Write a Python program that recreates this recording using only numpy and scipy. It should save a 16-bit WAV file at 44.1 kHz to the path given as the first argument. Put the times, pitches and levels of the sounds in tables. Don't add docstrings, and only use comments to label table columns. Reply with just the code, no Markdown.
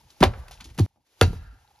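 import sys
import numpy as np
from scipy import signal
from scipy.fft import rfft, irfft
from scipy.io import wavfile

SR = 44100
rng = np.random.default_rng(int(sys.argv[2]) if len(sys.argv) > 2 else 0)


def file_out(sig):
    cols = np.atleast_2d(sig).T
    lim = np.clip(cols, -1, 1)
    pcm = np.round(lim * 32767).astype(np.int16)
    wavfile.write(sys.argv[1], SR, pcm)


N = 79380
T = np.arange(N) / SR
F = np.maximum(np.fft.rfftfreq(N, 1 / SR), 1)
SHOT_CUTS = [0.775, 0.8627]


def undb(db):
    return 10 ** (np.asarray(db) / 20)


def curve(table):
    hz, value = np.array(table).T
    return np.interp(np.log(F), np.log(np.maximum(hz, 1)), value)


def unit(x):
    return x / np.sqrt(np.mean(x ** 2))


def band(x, hz, octaves):
    bell = np.exp(-.5 * (np.log2(F / hz) / octaves) ** 2)
    return unit(irfft(rfft(x) * bell, N))


def fade(t, t60):
    return np.exp(-np.log(1000) * np.maximum(t, 0) / t60) * (t >= 0)


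def burst(hz, octaves, shape):
    x = band(rng.standard_normal(N), hz, octaves) * shape
    return x * np.sqrt(np.sum(shape ** 2) / np.sum(x ** 2))


def add(shots, start, x):
    shots[np.searchsorted(SHOT_CUTS, start)] += x


def air():
    # (frequency [Hz], relative density [dB per Hz])
    hiss_spectrum = [(120, -40.5), (200, -10), (650, -10), (900, -14), (1500, -14.5), (2800, -10),
                     (5500, -8), (7500, -11), (8300, -20.5), (9200, -13), (11000, -13), (13300, -13.5),
                     (14200, -39.5)]
    # (time [s], hiss [dB], bass [dB], hum before its throb [dB])
    background = [(0, -63.5, -67, -71.5), (.05, -66.5, -60, -75.5), (.11, -62, -70.5, -78.5),
                  (0.302, -61.5, -56.5, -62.5), (.77, -63.5, -56.5, -76), (0.862, -54, -65, -74.5),
                  (0.8645, -77.5, -72, -86.5), (1.041, -83.5, -80.5, -86.5), (1.068, -71, -91.5, -125),
                  (1.152, -68.5, -79.5, -79), (1.246, -50.5, -66, -69), (1.521, -73, -68, -76),
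                  (1.58, -69.5, -74.5, -74.5), (1.8, -68.5, -72, -70.5)]
    throb_hz, throb_depth = 31, .85

    wobble = 1 + 0.23 * band(rng.standard_normal(N), 10, 0.74)
    throb = 1 + throb_depth * np.sin(2 * np.pi * np.cumsum(throb_hz * wobble) / SR)
    hum = band(rng.standard_normal(N), 850, .14) * throb ** 2 / 2
    flicker = undb(1.5 * band(rng.standard_normal(N), 8.6, 0.97))
    hiss = irfft(rfft(rng.standard_normal(N)) * undb(curve(hiss_spectrum)), N)
    hiss = unit(hiss) * flicker
    bass = band(rng.standard_normal(N), 68, 0.77)

    times, *levels = np.array(background).T
    return sum(x * undb(np.interp(T, times, db)) for x, db in zip((hiss, bass, hum), levels))


def ticks(shots):
    # (time [s], level [dB], frequency [Hz], t60 [s])
    tick_table = [(0.1034, -41, 4600, 0.0041), (0.1646, -49, 4590, .004), (0.2356, -9, 3500, 0.015),
                  (1.2121, -4.5, 3447, 0.013), (1.213, -10, 1395, 0.018), (1.677, -49.5, 4030, 0.0048),
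                  (1.761, -53, 4040, 0.0027), (1.79, -52, 5000, .004)]
    for start, db, hz, t60 in tick_table:
        t = T - start
        add(shots, start, undb(db) * np.sin(2 * np.pi * hz * t) * fade(t, t60))


def cracks(shots):
    # (time [s], level [dB], centre [Hz], width [octaves], t60 [s])
    crack_table = [(0.104, -48.5, 5100, 0.58, 0.046), (0.2052, -31.5, 2570, 1.46, 0.13),
                   (0.222, -25.5, 1690, 0.72, 0.021), (0.2282, -5.5, 1290, 1.1, 0.01118),
                   (0.2353, -11.5, 3430, 1.6, 0.011), (0.2388, -9.5, 2220, 1.2, 0.014),
                   (0.2425, -27.5, 1540, 1.5, 0.11), (0.482, -43.5, 2020, 2.3, 0.022),
                   (0.5112, -39, 2990, 3.1, 0.015), (0.603, -49.5, 1500, 0.7, 0.086),
                   (0.657, -42, 3000, 0.78, 0.0099), (0.778, -37, 3560, 1.57, 0.038),
                   (0.7859, -31, 3050, 1.46, 0.067), (0.790, -30, 1275, .8, 0.011),
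                   (0.7941, -23, 5100, 1.1, 0.016), (0.96, -66.5, 490.3, 0.81, 0.028),
                   (1.2124, -9, 3540, 1.1, 0.021), (1.2195, -18.5, 1674, 0.71, 0.028),
                   (1.244, -36.5, 1450, 0.15, 0.01)]
    for start, db, hz, octaves, t60 in crack_table:
        add(shots, start, undb(db) * burst(hz, octaves, fade(T - start, t60)))


def rumbles(shots):
    # (time [s], level [dB], centre [Hz], t60 [s])
    rumble_table = [(0.206, -17, 65.5, 0.29), (0.24, -33, 45, 1), (0.259, -29.5, 85.4, 0.43),
                    (0.605, -43, 220, 0.072), (0.651, -46.5, 230, 0.14), (0.655, -42, 60, 0.51),
                    (0.696, -55, 260, 0.1), (0.798, -26.5, 186.3, 0.16), (1.216, -19.5, 290, 0.12),
                    (1.224, -22.5, 42, 0.47), (1.274, -31, 75, 0.57), (1.269, -35, 188, 0.28),
                    (1.525, -52.5, 223, 0.081)]
    rise_s, octaves = 0.02, 0.51
    for start, db, hz, t60 in rumble_table:
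        t = T - start
        rise = np.clip(t / rise_s, 0, 1)
        add(shots, start, undb(db) * burst(hz, octaves, rise * fade(t, t60)))


def thuds(shots):
    # (time [s], level [dB], first pitch [Hz], last pitch [Hz], swell peak after start [s], swell width [s])
    thud_table = [(0.2096, -13.5, 348.4, 137, .005, 0.016), (0.245, -15.5, 180, 86, .025, 0.02),
                  (0.376, -31.5, 91.34, 64, .015, 0.03), (0.8013, -17, 286, 211, 0.0018, 0.005),
                  (0.7843, -25, 239, 140, .005, 0.014), (0.7987, -11, 330, 98.4, .022, 0.024),
                  (1.2148, -7.5, 507, 440, 0.0015, 0.0029), (1.2153, -10.5, 253, 88.4, .022, 0.032),
                  (1.269, -21, 158.5, 111.9, .012, 0.0069), (1.306, -26, 152, 111.3, 0.0023, 0.0045),
                  (1.33, -30, 107.5, 89, 0.029, 0.027), (1.47, -42, 81.3, 53.1, 0.0331, 0.05)]
    glide_s, attack_s = 0.0044, 0.0015
    for start, db, first_hz, last_hz, peak, width in thud_table:
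        t = np.maximum(T - start, 0)
        turns = last_hz * t + (first_hz - last_hz) * glide_s * (1 - np.exp(-t / glide_s))
        swell = np.exp(-((t - peak) / width) ** 2)
        attack = np.minimum(t / attack_s, 1)
        add(shots, start, undb(db) * np.sin(2 * np.pi * turns) * swell * attack)


def knocks(shots):
    # (time [s], level [dB], pitch ratio [1], contact [ms])
    knock_table = [(0.2262, -15, 1.0, 1.2), (0.2305, -5, 1.0, 0.7), (0.2455, -24.5, 0.72, 1.3),
                   (0.51, -32.5, 2.04, 1.8), (0.790, -36, 1.6, .3), (0.7998, -19, .95, 3.2),
                   (1.214, -7.5, 1.16, 2.8), (1.332, -36, 1.24, 1.66)]
    # (frequency [Hz], level [dB], t60 [s])
    log_modes = [(369.6, 1, 0.047), (609, 2, 0.022), (781, -1.5, 0.052), (914, -1.5, 0.025),
                 (1011, -12.5, 0.06), (1222, -5, 0.033), (1613, -10.5, .04), (2756, -6.5, 0.087)]
    for start, db, ratio, contact_ms in knock_table:
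        t = T - start
        detune = 1 + .012 * rng.standard_normal(len(log_modes))
        for (hz, mode_db, t60), shift in zip(log_modes, detune):
            f = hz * ratio * shift
            gain = undb(db + mode_db) / (1 + (f * contact_ms / 1000) ** 3)
            add(shots, start, gain * np.sin(2 * np.pi * f * t) * fade(t, t60 / ratio))


def scuffs(shots):
    # (time [s], level [dB], centre [Hz], width [octaves], rise [s], t60 [s])
    scuff_table = [(0.333, -46.5, 930, 1.33, 0.0036, 0.13), (0.481, -47, 3780, 1.98, 0.003, 0.029),
                   (0.51, -45.5, 4500, 0.83, 0.0062, 0.19), (0.574, -56, 2805, .5, 0.0015, 0.03),
                   (0.603, -39.5, 4000, 0.84, 0.0055, 0.06), (0.641, -42, 5240, 0.76, 0.0034, 0.09),
                   (0.688, -54, 2560, 1.2, 0.0017, 0.046), (0.7, -53, 3260, 1.1, 0.00093, 0.06),
                   (0.746, -52, 4970, 1.3, 0.0012, 0.027)]
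    grains_per_s, grain_db, grain_share = 1500, 0.5, 0.73
    for start, db, hz, octaves, rise_s, t60 in scuff_table:
        hits = rng.random(N) < grains_per_s / SR
        grains = hits * undb(grain_db * rng.exponential(size=N)) * rng.standard_normal(N)
        rub = rng.standard_normal(N) + grain_share * unit(grains)
        rise = np.clip((T - start) / rise_s, 0, 1)
        decay = np.where(T > start + rise_s, fade(T - start - rise_s, t60), 1)
        add(shots, start, undb(db) * band(rub, hz, octaves) * rise * decay)


def yard():
    # (centre [Hz], early relative level [dB], early t60 [s], late relative level [dB], late t60 [s])
    yard_bands = [(180, -2.5, 0.19, -23.5, 0.38), (426, -15.5, 0.2, -28.5, 0.71),
                  (630, -10.5, 0.088, -28, 1), (1450, -18.5, 0.061, -33, 0.91),
                  (3380, -20, 0.1, -38.5, 0.93), (5930, -25, .12, -35, 0.2),
                  (11300, -19, 0.049, -46.5, 0.94)]
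    t = T - 0.0095
    response = 0
    for hz, early_db, early, late_db, late in yard_bands:
        quick = undb(early_db) * fade(t, early) / np.sqrt(early)
        slow = undb(late_db) * fade(t, late) / np.sqrt(late)
        response = response + band(rng.standard_normal(N), hz, .55) * (quick + slow) * np.sqrt(hz)
    return 8 * response / SR


def tree_line():
    delay_s, rise_s, t60, hz, relative_db = 0.18, 0.069, 0.7, 1500, -34.5
    t = T - delay_s
    swell = np.clip(t / rise_s, 0, 1) * fade(t, t60) / np.sqrt(t60)
    return 8 * band(rng.standard_normal(N), hz, .3) * undb(relative_db) * swell * np.sqrt(hz) / SR


def echoes(sent):
    yard_gain = [1, 5.5, 7]
    tree_gain = [-4, -14, 3.5]
    near, far = yard(), tree_line()
    return np.array([signal.fftconvolve(x, a * near + b * far)[:N]
                     for x, a, b in zip(sent, undb(yard_gain), undb(tree_gain))])


def scene():
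    sharp, log, low = np.zeros((3, 3, N))
    ticks(log)
    cracks(sharp)
    rumbles(low)
    thuds(low)
    knocks(log)
    scuffs(sharp)

    sent = sharp + undb(-17) * log
    keep = np.searchsorted(SHOT_CUTS, T) == np.arange(3)[:, None]
    mid = ((sharp + log + low + echoes(sent)) * keep).sum(axis=0) + air()
    side_air = signal.lfilter([1, -1], [1, -.8], air())
    side = 0.44 * ((echoes(sent) * keep).sum(axis=0) + side_air)
    return np.array([mid + side, mid - side])


def record(dry):
    # (frequency [Hz], gain [dB])
    mic_response = [(30, -2.5), (1000, 6), (6000, -3), (7600, -2), (8300, -13.5), (9100, 0), (11000, -2),
                    (13600, -2), (14300, -19), (16000, -18)]
    # (frequency [Hz], lead of left over right [rad])
    port_phase = [(0, .17), (350, .2), (700, .5), (1900, .7), (4200, 1.05), (5800, .4), (7000, -1.9),
                  (8300, -3.14), (9200, -4.2), (10600, -5.6), (12000, -7.4), (13500, -9.2), (16000, -9.6)]
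    # (frequency [Hz], left above right [dB])
    port_level = [(60, -.5), (250, .5), (700, -1), (1400, .2), (3000, 1.8), (6000, 1.5), (10000, -.4),
                  (15000, .1)]
    ceiling, top_hz = .92, 15900

    left = undb(curve(port_level) / 2) * np.exp(.5j * np.interp(F, *np.array(port_phase).T))
    wet = irfft(rfft(dry) * undb(curve(mic_response)) * np.array([left, 1 / left]), N)
    wet = ceiling * np.tanh(wet / ceiling)
    return signal.sosfilt(signal.ellip(10, .2, 80, top_hz, fs=SR, output="sos"), wet)


dry = scene()
out = record(dry)
file_out(out)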